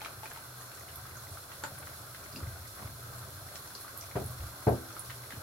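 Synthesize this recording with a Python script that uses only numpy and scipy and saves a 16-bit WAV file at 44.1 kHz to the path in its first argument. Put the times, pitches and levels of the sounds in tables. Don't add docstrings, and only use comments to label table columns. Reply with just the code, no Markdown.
import sys
import numpy as np
from scipy import signal
from scipy.fft import rfft, irfft, next_fast_len
from scipy.io import wavfile
from scipy.ndimage import map_coordinates

SR = 44100
rng = np.random.default_rng(int(sys.argv[2]) if len(sys.argv) > 2 else 0)


def inscribe(sig):
    pcm = np.round(np.clip(np.atleast_2d(sig).T, -1, 1) * 32767)
    wavfile.write(sys.argv[1], SR, pcm.astype(np.int16))


N = 239354
TOP_HZ = 15850
# t/s, level/dB, f/Hz
SOFT_BUMPS = [(0.174, -43.5, 106), (1.312, -39.5, 88), (2.427, -33.5, 88.5), (2.469, -32.5, 101),
              (2.842, -36, 103), (4.246, -32.5, 106), (4.297, -38, 112), (4.4, -34.5, 79.6),
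              (4.435, -36.5, 90.6), (5.37, -39.5, 110)]


def amp(db):
    return 10 ** (np.asarray(db) / 20)


def unit(x):
    return x / np.sqrt(np.mean(x ** 2) + 1e-20)


def crest(x):
    return x / (np.abs(x).max() + 1e-20)


def along(points, hz):
    f, v = np.transpose(points)
    return np.interp(np.log(hz + 1), np.log(f + 1), v)


def wobble(rate):
    knots = rng.standard_normal(int(N * rate / SR) + 4)
    return map_coordinates(knots, [np.arange(N) * rate / SR])


def filtered(x, response):
    n = x.shape[-1]
    m = next_fast_len(n + SR // 4)
    return irfft(rfft(x, m) * response(np.fft.rfftfreq(m, 1 / SR)), m)[..., :n]


def resonance(f, hz, width):
    return 1j * f * width / (hz * hz - f * f + 1j * f * width)


def add(track, s, sound):
    start = max(round(s * SR), 0)
    part = track[..., start:start + sound.shape[-1]]
    part += sound[..., :part.shape[-1]]


def spread(pair):
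    # f/Hz, coherence
    coherence = [(60, 0.99), (130, 0.97), (290, 0.77), (640, 0.71), (1400, 0.091), (3000, 0.0019),
                 (15000, 0)]
    turn = lambda hz: np.arccos(np.clip(along(coherence, hz), -1, 1)) / 2
    mid, side = filtered(pair, lambda hz: np.array([np.cos(turn(hz)), np.sin(turn(hz))]))
    return np.array([mid + side, mid - side])


def coloured(pair, spectrum):
    return unit(filtered(spread(pair), lambda hz: amp(along(spectrum, hz))))


def bubble(t, hz, cycles, glide):
    age = t * hz / np.maximum(cycles, 2)
    return np.sin(2 * np.pi * hz * t * (1 + glide * np.minimum(age, 1))) * amp(-60 * age)


def pot_reflections(t60):
    t = np.arange(SR // 8) / SR
    cloud = rng.standard_normal((2, len(t))) * amp(-60 * t / t60)
    return cloud / np.linalg.norm(cloud[0])


def swarm(rate, hz, octaves, cycles, size_db, pot_t60, places):
    out, steps = np.zeros((2, N)), np.arange(int(SR * cycles / hz * 2))
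    for _ in range(places):
        when, tuning, rarity = np.hsplit(rng.random((int(rate / places * N / SR), 3)), 3)
        pitch = hz * 2 ** (octaves * (2 * tuning - 1))
        size = amp(-size_db * np.log(np.maximum(rarity, .02)))
        size *= np.sqrt(pitch / hz)
        rings = size * bubble(steps / SR, np.minimum(pitch, TOP_HZ), cycles, glide=0.046)
        starts = (when * N).astype(int)
        direct = np.bincount((starts + steps).ravel(), rings.ravel(), N)[:N]
        out += signal.oaconvolve(direct[None], pot_reflections(pot_t60), axes=1)[:, :N]
    return unit(out)


def simmer():
    # f/Hz, level/dB
    spectrum = [(120, -16), (190, -6.5), (240, -10.5), (280, -1.5), (400, -4.5), (455, -13), (520, -4.5),
                (740, -5), (950, -7.5), (1290, 1), (1560, -1.5), (1750, -9), (2800, -16.5), (4500, -58)]
    # t/s, level/dB
    strength = [(0, -50.5), (.6, -53.5), (1.3, -51), (2, -52), (3.3, -52.5), (3.8, -51.5), (5.4, -51.5)]
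    blips = swarm(rate=420, hz=1156, octaves=1.317, cycles=16.6, size_db=2, pot_t60=0.18, places=1)
    plips = swarm(rate=20, hz=1554, octaves=0.61, cycles=14, size_db=-0.5, pot_t60=0.045, places=3)
    broth = coloured(rng.standard_normal((2, N)) + amp(-9.5) * blips, spectrum)
    level_db = np.interp(np.arange(N) / SR, *np.transpose(strength))
    return amp(level_db + 0.88 * wobble(12)) * (broth + amp(-9.5) * plips)


def sizzle():
    # f/Hz, level/dB
    spectrum = [(1290, -13.5), (2200, -8.5), (2850, -8.5), (3500, -2), (3850, -5.5), (4700, -3.5),
                (5600, -4.5), (7200, -3), (8300, -4.5), (9300, -1), (10300, 2.3), (12400, 1.5),
                (13800, -2.5), (15700, -4.5)]
    # f/Hz, bandwidth/Hz, level/dB
    rim = [(3520, 30, -1.5), (4190, 260, 6), (5400, 380, -2)]
    start_db, heating_db_per_s = -50, 0.26
    crackle = swarm(rate=1000, hz=8900, octaves=0.22, cycles=1.9, size_db=4, pot_t60=0.051, places=6)
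    ticks = swarm(rate=39, hz=6600, octaves=0.43, cycles=9.7, size_db=5, pot_t60=0.09, places=3)
    fizz = coloured(rng.standard_normal((2, N)) + amp(-6) * crackle, spectrum)
    fizz = filtered(fizz, lambda f: 1 + sum(amp(db) * resonance(f, hz, width) for hz, width, db in rim))
    level_db = start_db + heating_db_per_s * np.arange(N) / SR
    return amp(level_db + 0.48 * wobble(22.31)) * (unit(fizz) + amp(-16.5) * ticks)


def rumble():
    # f/Hz, level/dB
    spectrum = [(12, -47), (20, -24), (43, -15), (81, 1.5), (112, 2), (139, -4.5), (147, 1.5), (156, -27),
                (193, -8.5), (220, -18), (290, -59), (480, -120)]
    steady_db, shake_db, settle_s = -56, -23.5, 0.11
    t = np.arange(N) / SR
    swells = sum(amp(db + shake_db) * np.exp(-np.abs(t - s) / settle_s) for s, db, _ in SOFT_BUMPS)
    envelope = amp(steady_db + 3.9 * wobble(4.27)) + swells
    return envelope * coloured(rng.standard_normal((2, N)), spectrum)


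def hum():
    # t/s, duration/s, level/dB
    spells = [(0.435, 0.3, -54.5), (0.952, 0.32, -56.5), (2.905, 0.416, -51.5), (5.023, 0.25, -51.5)]
    hz, rest_db, fade_s = 124, -65.5, 0.041
    t = np.arange(N) / SR
    envelope = sum(amp(db) * np.clip(np.minimum(t - s, s + length - t) / fade_s, 0, 1)
                   for s, length, db in spells)
    tone = unit(np.sin(2 * np.pi * np.cumsum(hz + 2.76 * wobble(10)) / SR))
    return np.maximum(envelope, amp(rest_db)) * amp(0.57 * wobble(12)) * tone


def kitchen(x, wet_db):
    # f/Hz, T60/s
    decay = [(100, 0.37), (500, 0.11), (2000, 0.18), (12000, 0.17)]
    hz, t, noise = signal.stft(rng.standard_normal((2, SR // 2)), SR, nperseg=256)
    decaying = noise * amp(-60 * t / along(decay, hz)[:, None])
    tail = spread(signal.istft(decaying, SR, nperseg=256)[1])
    tail = np.pad(tail, ((0, 0), (SR // 200, 0)))
    echo = signal.fftconvolve(x, tail, axes=1)[:, :x.shape[-1]]
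    return x + amp(wet_db) * unit(echo) * np.sqrt(np.mean(x ** 2))


def splats():
    # t/s, level/dB, f/Hz, ring cycles, relative glide, snap re ring/dB
    drops = [(.0095, -39.5, 2450, 35, .03, -12), (0.017, -29, 853, 84, 0.056, 7.5),
             (0.0483, -25.5, 2450, 61, -.15, 12.5), (0.057, -34, 3800, 20, -.05, 4),
             (0.06, -27.5, 1280, 17, .05, -3), (0.2332, -30.5, 876, 97, 0.0095, 8.5),
             (0.2571, -32, 2320, 70, .22, 3), (.312, -33, 1590, 21, .05, -3),
             (0.3168, -31, 1500, 12, .05, 3), (0.361, -34.5, 1250, 18, .05, 2),
             (.374, -35, 900, 22, 0.033, 1)]
    snap_t60, snap_hz = 0.0057, 1380
    out, t = np.zeros((2, N)), np.arange(SR // 4) / SR
    slap = amp(-60 * t / snap_t60) + amp(-10 - 60 * t / 0.057)
    for s, db, hz, cycles, glide, snap_db in drops:
        snap = spread(rng.standard_normal((2, len(t)))) * slap
        snap = filtered(snap, lambda f: resonance(f, snap_hz, 2.4 * snap_hz) ** 2)
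        drop = crest(bubble(t, hz, cycles, glide)) + amp(snap_db) * crest(snap)
        add(out, s, kitchen(amp(db) * crest(drop), wet_db=-3))
    return out


def lesser_pops(rate=3.5, db=-44, spread_db=2, hz=1388, octaves=0.17, cycles=37, splash_db=-5):
    chance = rng.uniform(-0.92, 1, (int(rate * N / SR), 3))
    return [((k + (1 + when) / 2) / rate, db + spread_db * size, hz * 2 ** (octaves * pitch),
             cycles, splash_db) for k, (when, size, pitch) in enumerate(chance)]


def pops():
    # t/s, level/dB, f/Hz, ring cycles, splash re ring/dB
    bursts = [(.612, -43, 1760, 22, -7), (.716, -39.5, 1420, 18, 0), (.888, -42, 2930, 42, 2),
              (1.055, -39, 1240, 20, -6), (1.092, -43, 1320, 22, -10), (1.373, -36, 1330, 23, -4),
              (1.517, -32.5, 1270, 16, 2), (1.637, -28, 865, 27, 1.5), (1.638, -30, 1435, 48, -9),
              (1.639, -42, 559, 54, -13), (1.828, -40, 1410, 31, -6), (1.871, -37, 1360, 19, 7),
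              (2.147, -34.5, 1570, 19, 1), (2.3595, -38, 2690, 45, -2), (2.404, -41.5, 1320, 28, -8),
              (2.428, -43, 1336, 54, -11), (3.557, -36.5, 1870, 40, 9), (3.847, -37.5, 1180, 17, -15),
              (3.88, -36, 1390, 17, -3), (4.113, -37.5, 2170, 14, -1), (4.905, -39, 1340, 24, 0),
              (4.966, -35, 1320, 40, -9), (5.099, -33.5, 1890, 14, 1), (5.104, -32.5, 2020, 20, 3),
              (5.306, -33.5, 1930, 28, 4), (5.323, -35, 1650, 22, -4)]
    out, t = np.zeros((2, N)), np.arange(SR // 4) / SR
    tear = (amp(-60 * t / 0.0069) + amp(-7.5 - 60 * t / 0.05)) * (1 - np.exp(-t / 0.00051))
    for s, db, hz, cycles, splash_db in bursts + lesser_pops():
        splash = rng.standard_normal((2, len(t))) * tear
        splash = filtered(splash, lambda f: resonance(f, hz, 2 * hz) ** 2)
        burst = crest(bubble(t, hz, cycles, glide=0.053)) + amp(splash_db) * crest(splash)
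        add(out, s, kitchen(amp(db) * crest(burst), wet_db=-1))
    return out


def swing(t, hz, rise_s, t60):
    return crest(np.sin(2 * np.pi * hz * t) * (1 - np.exp(-t / rise_s)) ** 2 * amp(-60 * t / t60))


def bumps():
    out, t = np.zeros((2, N)), np.arange(SR // 3) / SR
    for s, db, hz in SOFT_BUMPS:
        bump = amp(db) * swing(t, hz, rise_s=0.011, t60=0.06)
        add(out, s, kitchen(np.array([bump, bump]), wet_db=-4.5))
    return out


def spits():
    # t/s, level/dB, f/Hz, relative bandwidth, ping re tick/dB, left re right/dB
    droplets = [(.333, -37, 12600, .06, -5, 4), (.612, -42, 6750, .15, -8, -2),
                (.662, -42.5, 6960, .1, -7, 0), (.797, -42.5, 6160, .12, -6, -4),
                (.958, -34.5, 11870, .06, -6, -4), (1.169, -38.5, 6500, .12, -9, -2),
                (1.32, -41, 10000, .08, -6, 0), (1.637, -29.5, 7120, 0.1, -10, 0),
                (1.6378, -33, 3940, 0.79, -16, 0), (1.786, -32.5, 9900, 0.22, -14, -1),
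                (2.3605, -35.5, 4840, 0.088, 0, 1), (3.304, -43, 10700, .25, -12, 0),
                (3.556, -32.5, 5140, 0.99, -22, 0), (3.7509, -31, 4800, 0.22, -7, 4),
                (3.810, -34.5, 10800, .1, -12, -4), (3.975, -30.5, 11600, .3, -13, -3),
                (4.010, -33, 5900, .1, -8, 0), (4.243, -34.5, 11200, .18, -12, 2),
                (4.261, -31, 10500, .2, -13, -3), (4.3096, -37, 12000, .3, -14, -2),
                (4.692, -33, 11220, .1, -15, 0), (4.994, -25.5, 10040, 0.1, -12, 0)]
    ping_rise_s, ping_t60 = 0.00026, 0.017
    out, t = np.zeros((2, N)), np.arange(SR // 5) / SR
    decay = amp(-60 * t / .02) + amp(-17 - 60 * t / .05)
    for s, db, hz, width, ping_db, pan_db in droplets:
        snap = rng.standard_normal((2, len(t))) * decay
        tick = filtered(snap, lambda f: resonance(f, hz, width * hz) * resonance(f, hz, hz))
        ping = np.sin(2 * np.pi * hz * t) * (1 - np.exp(-t / ping_rise_s)) * amp(-60 * t / ping_t60)
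        spit = crest(crest(tick) + amp(ping_db) * crest(ping))
        gains = amp(db + pan_db * np.array([[.5], [-.5]]))
        add(out, s, kitchen(gains * spit, wet_db=-1.5))
    return out


def shuffles():
    # t/s, duration/s, level/dB
    strokes = [(2.262, 0.28, -54), (2.77, 0.14, -56.5), (5.313, 0.1, -53)]
    spectrum = [(80, -19), (150, -4.5), (280, -3), (420, -16), (900, -20), (2000, -33)]  # f/Hz, level/dB
    out, t = np.zeros((2, N)), np.arange(N) / SR
    rub = coloured(rng.standard_normal((2, N)), spectrum)
    for s, length, db in strokes:
        out += amp(db) * np.sin(np.pi * np.clip((t - s) / length, 0, 1)) * rub
    return out * amp(4.3 * wobble(45))


def knocks():
    # t/s, level/dB, hard edge/dB, thud level/dB
    blows = [(4.1542, -44.5, -6.5, -29), (4.668, -34.5, -18.5, -20)]
    # f/Hz, level/dB, T60/s
    modes = [(72.6, -10, 0.48), (85.3, -6, 0.4), (123.5, -5.5, 0.29), (158, -9, 0.18), (198.5, -12.5, 0.28),
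             (231.6, -19, 0.55), (256, -11.5, 0.56), (322, -13.5, .34), (333, -21.5, 1), (403, -4, 0.22),
             (441, -2, 0.23), (510, -15, 0.36), (624, -2.5, 0.22), (707, -2, 0.14), (783, -12, 0.11),
             (950, -14, 0.22), (1147, -23, 0.25), (1558, -16, 0.16)]
    # delay/s, level/dB
    contacts = [(0, -1.5), (.0098, -0.5), (.049, -8.5)]
    # f/Hz, level/dB
    padded = [(40, -34), (70, -2), (130, -4), (200, -7), (270, -7), (400, -2), (520, -4.5), (760, -8),
              (930, -18), (1500, -28), (2000, -38), (3500, -49), (7000, -90)]
    hard = [(400, -26), (1100, 4), (2400, -7.5), (5000, -25)]
    phase = [(120, 0.073), (300, 0.51), (700, 0.7), (1500, 0.99)]  # f/Hz, phase/rad
    tilt = [(150, -.7), (300, 0.5), (450, 0.5), (700, 2.5), (2000, 1)]  # f/Hz, level/dB
    sides = np.array([[1], [-1]])
    out, t = np.zeros((2, N)), np.arange(SR * 3 // 4) / SR
    ring = unit(sum((-1) ** k * amp(db - 60 * t / t60)
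                    * np.sin(2 * np.pi * hz * t + sides * along(phase, hz))
                    for k, (hz, db, t60) in enumerate(modes)))
    for s, db, edge_db, thud_db in blows:
        blow = np.zeros((2, len(t)))
        for delay, contact_db in contacts:
            push = coloured(rng.standard_normal((2, len(t))), padded) * amp(-60 * t / 0.21)
            contact = (ring + amp(2) * unit(push)) * (1 - np.exp(-t / 0.00076))
            add(blow, delay, amp(contact_db) * contact)
        clack = coloured(rng.standard_normal((2, len(t))), hard)
        clack *= amp(-60 * t / 0.2) * (1 - np.exp(-t / 0.0026))
        blow = unit(blow) + amp(edge_db - 6) * unit(clack)
        blow = filtered(blow, lambda hz: amp(along(tilt, hz) * sides))
        thud = amp(thud_db) * swing(t, hz=114, rise_s=0.011, t60=0.026)
        add(out, s, kitchen(amp(db) * unit(blow), wet_db=-12) + thud)
    return signal.sosfilt(signal.butter(3, 60, "high", fs=SR, output="sos"), out)


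def scene():
    # f/Hz, left re right/dB
    balance = [(200, 6), (700, -0.5), (1300, 2), (2400, 2), (4400, -1.5), (8000, -0.5), (15000, -4)]
    pot = simmer() + sizzle() + splats() + pops() + spits()
    pot = filtered(pot, lambda hz: amp(along(balance, hz) * np.array([[.5], [-.5]])))
    return pot + rumble() + hum() + bumps() + shuffles() + knocks()


def record(dry):
    return filtered(dry, lambda hz: hz < TOP_HZ)


dry = scene()
out = record(dry)
inscribe(out)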